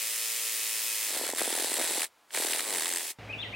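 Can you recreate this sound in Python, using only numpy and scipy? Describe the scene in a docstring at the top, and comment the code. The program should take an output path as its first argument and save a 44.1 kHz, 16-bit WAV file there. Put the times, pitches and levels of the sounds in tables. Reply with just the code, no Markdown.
"""Close to a cordless reciprocating saw in an earth trench: it runs almost free, then bites into a copper pipe and slows.
It stops briefly, starts again and cuts through. One crank drives gear noise, low hum orders, filtered bursts
at each blade reversal and grainy tooth noise with squeals; the pipe's knocks are short decaying sines.
At the end a low outdoor rumble with a steady hum and a songbird's gliding whistles comes in abruptly."""
import sys
import numpy as np
from scipy import signal
from scipy.fft import rfft, irfft, next_fast_len
from scipy.io import wavfile
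from scipy.ndimage import map_coordinates

SR = 44100
rng = np.random.default_rng(int(sys.argv[2]) if len(sys.argv) > 2 else 0)


def wrap_up_sound(samples):
    """Save the sound to the file named by the first command line argument, as 16-bit audio."""
    columns = np.atleast_2d(samples).T
    # keep every value between -1 and 1, then stretch to whole-number steps
    tamed = np.clip(columns, -1, 1)
    steps = np.round(tamed * 32767).astype(np.int16)
    wavfile.write(sys.argv[1], SR, steps)


N = 156555
T = np.arange(N) / SR

# bite of the teeth in the copper: time_s, level_db
BITE = [(1.0, -53), (1.15, -33), (1.3, -35.5), (1.34, -51), (1.39, -32), (2.57, -32.5), (2.63, -37.5),
        (2.77, -34), (2.98, -41), (3.12, -47)]
# hum orders of the reversal rate, from the second up: level_db (relative)
HUM_ORDERS = [-13, -7, 0, 1, -5, -6, -2, -2, 1, -2, -3]
# rattles: start_s, level_db (before a common gain); mostly the blade catching, the quiet one at 2.306 s the
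# click of the trigger
RATTLE_TIMES = [(1.267, -23), (1.3937, -22), (1.4147, -23), (2.0188, -22), (2.3062, -38), (2.3481, -22),
                (2.373, -21), (2.5326, -22), (2.594, -23), (2.8574, -19)]


def from_db(db):
    """Decibels to amplitude gain."""
    return 10 ** (np.asarray(db) / 20)


def rms_one(x):
    """Scale to unit rms."""
    return x / np.sqrt(np.mean(x ** 2) + 1e-20)


def in_time(rows):
    """Straight lines between rows of (time, value), sample by sample."""
    return np.interp(T, *np.transpose(rows))


def drift(hz):
    """Smooth random wander with unit rms: noise through two equal one-pole lowpasses."""
    pole = np.exp(-2 * np.pi * hz / SR)
    noise = rng.standard_normal(N + SR)
    settled = signal.lfilter([1], [1, -2 * pole, pole * pole], noise)[SR:]
    return rms_one(settled)


def colour(x, points, keep_level=True):
    """Causal minimum-phase filter with the given spectrum, by default of unit power."""
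    size = 2 * next_fast_len(N)
    hz, db = np.transpose(points)
    log_hz = np.log(np.fft.rfftfreq(size, 1 / SR) + 1)
    gain = from_db(np.interp(log_hz, np.log(hz), db))
    if keep_level:
        gain = rms_one(gain)
    # folding the cepstrum onto positive time gives the minimum phase
    cepstrum = irfft(np.log(gain))
    cepstrum[1:size // 2] *= 2
    cepstrum[size // 2 + 1:] = 0
    return irfft(rfft(x, size) * np.exp(rfft(cepstrum)))[..., :N]


def grit(grain_db, grain_hz, reversals=0, repeat=0):
    """Clumps of tiny contacts, as middle and side; a share of their power recurs at the same point of every
    reversal."""
    size = 400  # points of the recurring pattern, one reversal long
    phases = np.exp(2j * np.pi * rng.random((2, size // 2 + 1)))
    above_hum = np.arange(size // 2 + 1) > len(HUM_ORDERS)
    patterns = rms_one(irfft(phases * above_hum))
    place = [np.zeros(N) + reversals * size]
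    recurring = np.array([map_coordinates(p, place, order=3, mode="grid-wrap") for p in patterns])
    fresh = rng.standard_normal((2, N))
    contacts = np.sqrt(repeat) * recurring + np.sqrt(1 - repeat) * fresh
    return rms_one(contacts * from_db(grain_db * drift(grain_hz)))


def strikes(rows):
    """One click per row of (start_s, level_db)."""
    start_s, level_db = np.transpose(rows)
    return np.bincount((start_s * SR).astype(int), from_db(level_db), N)[:N] + 1e-18


def echo(x, db, t60_s):
    """Diffuse reflections: convolution with a decaying noise tail of unit energy."""
    tail = rng.standard_normal(N) * from_db(-60 * T / t60_s)
    return from_db(db) * signal.fftconvolve(x, tail / np.linalg.norm(tail))[:N]


def bird():
    """Slurred whistles: gliding sines with a slight waver, nearer the left, and a diffuse outdoor echo."""
    # bird notes: start_s, length_s, first_hz, middle_hz, last_hz, level_db (before panning)
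    notes = [(3.287, 0.036, 2090, 2503, 2560, -41), (3.324, 0.0297, 3230, 2585, 2310, -39),
             (3.379, 0.049, 3350, 3580, 4280, -41), (3.422, 0.02, 3450, 3040, 2000, -37),
             (3.439, 0.038, 2160, 1955, 2000, -45), (3.522, 0.048, 1840, 2600, 2670, -39.5)]
    pan_db, waver_hz = 4.5, 40
    song = np.zeros(N)
    for start_s, length_s, first_hz, middle_hz, last_hz, level_db in notes:
        u = np.clip((T - start_s) / length_s, 0, 1)
        glide = np.polyfit([0, .5, 1], [first_hz, middle_hz, last_hz], 2)
        pitch_hz = np.polyval(glide, u) + waver_hz * drift(hz=40)
        whistle = np.sin(2 * np.pi * np.cumsum(pitch_hz) / SR)
        song += from_db(level_db) * np.sqrt(2) * np.sin(np.pi * u) * whistle
    echoes = [echo(song, db=1.5, t60_s=0.55) for _ in range(2)]
    return song * from_db([[pan_db], [-pan_db]]) + echoes


def background():
    """Quiet air noise; then, abruptly, a louder outdoor rumble with a steady sine hum and a bird."""
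    # spectrum of the quiet air: frequency_hz, level_db (relative)
    air_colour = [(30, -21), (900, 0), (15000, -20)]
    # spectrum of the outdoor rumble: frequency_hz, level_db (relative)
    yard_colour = [(30, -33), (52, 0.5), (700, -2.5), (1100, -10), (2500, -9), (4500, -20), (14000, -44)]
    air_db, yard_db, hum_db = -64.5, -46, -49.5
    hum_hz, change_s = 106.8, 3.186
    air = from_db(air_db) * colour(rng.standard_normal(N), air_colour)
    yard = from_db(yard_db) * colour(rng.standard_normal(N), yard_colour)
    hum = from_db(hum_db) * np.sqrt(2) * np.sin(2 * np.pi * hum_hz * T)
    return air + (yard + hum + bird()) * np.clip((T - change_s) / 0.0008, 0, 1)


def running():
    """Gain of the mechanism: rises quickly to each run and dies as the brake acts."""
    # the motor is driven: start_s, end_s
    trigger = [(0, 2.047), (2.349, 3.111)]
    start_db_per_s, brake_db_per_s = 658, 881
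    runs_db = []
    for on_s, off_s in trigger:
        slope_db = np.minimum((T - on_s) * start_db_per_s, (off_s - T) * brake_db_per_s)
        runs_db.append(np.minimum(0, slope_db))
    return from_db(np.max(runs_db, axis=0))


def knocks(reversals):
    """The pipe judders once a stroke and often knocks hard on the shoe; soil-damped modes ring, detuned each time."""
    # hard knocks: start_s, level_db (before the common gain)
    hard = [(1.166, -26.5), (1.212, -23.5), (1.237, -24.5), (1.292, -21.5), (1.334, -20), (1.416, -17.5),
            (1.476, -21.5), (1.526, -26), (1.596, -24.5), (1.622, -25.5), (1.644, -24), (1.716, -23),
            (1.786, -23), (1.798, -21), (1.81, -23), (1.907, -24.5), (1.955, -27), (1.978, -24.5),
            (2.375, -24.5), (2.4, -23.5), (2.447, -22)]
    # ringing modes of a knock: frequency_hz (before detuning), level_db (relative), t60_s
    modes = [(340, -14, 0.0054), (525, -4, 0.0083), (820, -8, 0.0069)]
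    gain_db, detune_octaves = 3.5, 0.15
    judder_db, scatter_db, jitter_s = 3, 2, 0.002  # judder_db is against the bite, before the common gain
    at = np.flatnonzero(np.diff(np.floor(reversals / 2)) * (running()[1:] > .5))
    judder = np.transpose([T[at], in_time(BITE)[at] + judder_db])
    judder = judder + rng.standard_normal((len(at), 2)) * [jitter_s, scatter_db]

    hz, mode_db, t60_s = np.transpose(modes)[:, :, None]
    out, t = np.zeros(N + SR), T[:SR // 20]
    for start_s, level_db in np.vstack([hard, judder]):
        detuned_hz = hz * 2 ** (detune_octaves * rng.standard_normal((len(hz), 1)))
        decay = from_db(gain_db + level_db + mode_db - 60 * t / t60_s)
        rings = decay * np.sin(2 * np.pi * detuned_hz * t)
        start = max(int(start_s * SR), 0)
        out[start:start + len(t)] += rings.sum(axis=0)
    band = signal.butter(N=4, Wn=(258, 1025), btype="band", fs=SR, output="sos")
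    return signal.sosfilt(band, out[:N] + 1e-18)


def rattles():
    """Brief decaying bursts of band-limited noise, a metallic rattle: mostly the blade catching and tearing
    free, once the click of the trigger."""
    fall_s, gain_db = 0.0026, -4.5
    burst = signal.lfilter([1], [1, -np.exp(-1 / (fall_s * SR))], strikes(RATTLE_TIMES))
    band = signal.butter(2, (1300, 3600), "band", fs=SR, output="sos")
    contacts = rng.standard_normal(N)
    rattle = signal.sosfilt(band, burst * contacts)
    return from_db(gain_db) * rattle / np.std(signal.sosfilt(band, contacts))


def crank(reversals):
    """Hum of the crank: clean low orders of the reversal rate, louder and duller under load."""
    # hum of the crank: time_s, level_db
    hum_level = [(2.62, -53.5), (2.69, -38), (2.78, -40.5), (2.81, -49), (2.97, -46), (3.1, -60)]
    dulling = 0.06  # dB lost per order for each dB of swell
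    flicker_db = 1.5
    level_db = in_time(hum_level)
    dulling_db = dulling * np.maximum(level_db - level_db[0], 0)
    tone = np.zeros(N)
    for k, order_db in enumerate(HUM_ORDERS):
        gain = from_db(order_db - k * dulling_db + flicker_db * drift(hz=1.14))
        tone += gain * np.sin(2 * np.pi * ((k + 2) * reversals + rng.random()))
    return rms_one(tone) * from_db(level_db)


def whirr(reversals):
    """Noise of motor and gears swells twice a stroke and rings the gear case at its resonances."""
    # whirr of motor and gears: time_s, level_db (before the case rings)
    gear_level = [(0, -32), (1.08, -31.5), (1.17, -40.5), (1.33, -45.5), (1.39, -43), (2.62, -42),
                  (3.1, -37.5)]
    # spectrum of the gears: frequency_hz, level_db (relative)
    gear_colour = [(100, -35), (400, -36.5), (1450, -10), (1900, 0.06), (5800, -1), (7800, 2), (9300, 3),
                   (11000, -1), (16000, -3)]
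    # gear case resonances: frequency_hz, width_hz, level_db
    case_modes = [(2532, 19, 4.5), (5130, 16, 7)]
    pulse_db, peak_turn = 2, 0.074  # peak_turn is a fraction of one reversal
    swell = rms_one(from_db(pulse_db * np.cos(2 * np.pi * (reversals - peak_turn))))
    grains = grit(0.94, 480, reversals, repeat=0.45)
    gears = colour(grains * swell * from_db(in_time(gear_level)), gear_colour)
    case = np.zeros_like(gears)
    for hz, width_hz, db in case_modes:
        case += from_db(db) * signal.lfilter(*signal.iirpeak(hz, hz / width_hz, fs=SR), gears)
    return gears + case


def clacks(reversals, speed_hz):
    """A short metallic rattle at each blade reversal: noise under a fast rise and fall."""
    # force of the reversals: time_s, level_db
    force = [(1.02, -74), (1.29, -34.5), (1.335, -42.5), (1.38, -37), (2.58, -38), (2.64, -44.5),
             (2.74, -36), (2.97, -32.5), (3.05, -48.5)]
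    # spectrum of a clack: frequency_hz, level_db (relative)
    clack_colour = [(350, -41.5), (800, -4.5), (1300, -10.5), (2000, 2), (2800, -6), (6300, -7), (8400, 6),
                    (9400, -3.5), (14000, -16.5)]
    rise_s, fall_s, scatter_db = 0.0005, 0.0014, 1.0
    nearest = np.round(reversals).astype(int)
    since_s = (reversals - nearest) / speed_hz
    burst = np.exp(-np.abs(since_s) / np.where(since_s < 0, rise_s, fall_s))
    burst = rms_one(burst * from_db(scatter_db * rng.standard_normal(N)[nearest]))
    grains = grit(1.5, 1000, reversals, repeat=0.35)
    return colour(grains * burst * from_db(in_time(force)), clack_colour)


def teeth(reversals):
    """Teeth tear at the pipe as grainy noise and set the blade squealing; the squeals bend as it sweeps."""
    # spectrum of the rasp: frequency_hz, level_db (relative)
    rasp_colour = [(100, -32.5), (400, -0.5), (800, 1), (1200, -3), (1950, 2), (2700, 0.5), (4000, 2),
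                   (6500, -3), (8100, 5), (11000, -1.5), (12500, -5)]
    # blade squeals: pitch_hz, level_db (against the bite), swing_hz (shared by sweep and chance)
    squeals = [(10480, -9, 540), (3960, -14, 270)]
    pulse_db = 0  # swell of the rasp in mid-stroke: none, it stays even through the stroke
    jitter_hz, flicker_db = 257, 3.5
    bite = from_db(in_time(BITE))
    sweep = -np.cos(2 * np.pi * reversals)  # highest halfway between reversals
    pulse = rms_one(from_db(pulse_db * sweep))
    out = colour(grit(3.5, 257) * pulse * bite, rasp_colour)
    for hz, level_db, swing_hz in squeals:
        swing = swing_hz * (sweep + drift(hz=12)) / np.sqrt(2)
        pitch_hz = hz + swing + jitter_hz * drift(hz=700)
        squeal = np.sin(2 * np.pi * np.cumsum(pitch_hz) / SR)
        squeal = rms_one(squeal * from_db(flicker_db * drift(hz=69)))
        out[0] += bite * from_db(level_db) * squeal  # middle only
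    return out


def scene():
    """One crank drives every part of the saw; its treble is wide, and the trench scatters a little to the sides."""
    # blade reversals, two a stroke: time_s, rate_hz
    reversal_rate = [(0.0, 110.5), (0.29, 114.7), (0.61, 110.3), (0.8, 112.1), (1.04, 107.2), (1.1, 101.6),
                     (1.17, 84.16), (2.05, 83.08), (2.57, 79.29), (2.63, 116.1), (2.7, 104), (2.79, 77),
                     (2.87, 89.08), (3.1, 80.9)]
    # gain of the side signal: frequency_hz, level_db
    width = [(3000, -38.5), (5000, -5.5), (7500, -4), (11000, -12.5)]
    treble_lean = -0.084  # the wide treble sits a little to the right
    speed_hz = in_time(reversal_rate)
    reversals = np.cumsum(speed_hz) / SR
    reversals -= np.interp(RATTLE_TIMES[-1][0], T, reversals) % 1  # the last rattle falls on a reversal
    mid, side = whirr(reversals) + clacks(reversals, speed_hz) + teeth(reversals)
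    side = colour(side + treble_lean * mid, width, keep_level=False)
    saw = (np.array([mid + side, mid - side]) + crank(reversals)) * running()
    direct = saw + knocks(reversals) + rattles() + background()
    trench = echo(direct.mean(axis=0), db=-29.5, t60_s=0.06)
    return direct + trench * [[1], [-1]]  # opposite in the two channels


def record(dry):
    """Peaks are rounded by soft saturation and the top is cut steeply."""
    peak_limit, cutoff_hz = 0.24, 15900
    rounded = peak_limit * np.tanh(dry / peak_limit)
    return signal.sosfilt(signal.ellip(12, .1, 80, cutoff_hz, fs=SR, output="sos"), rounded)


dry = scene()
out = record(dry)
wrap_up_sound(out)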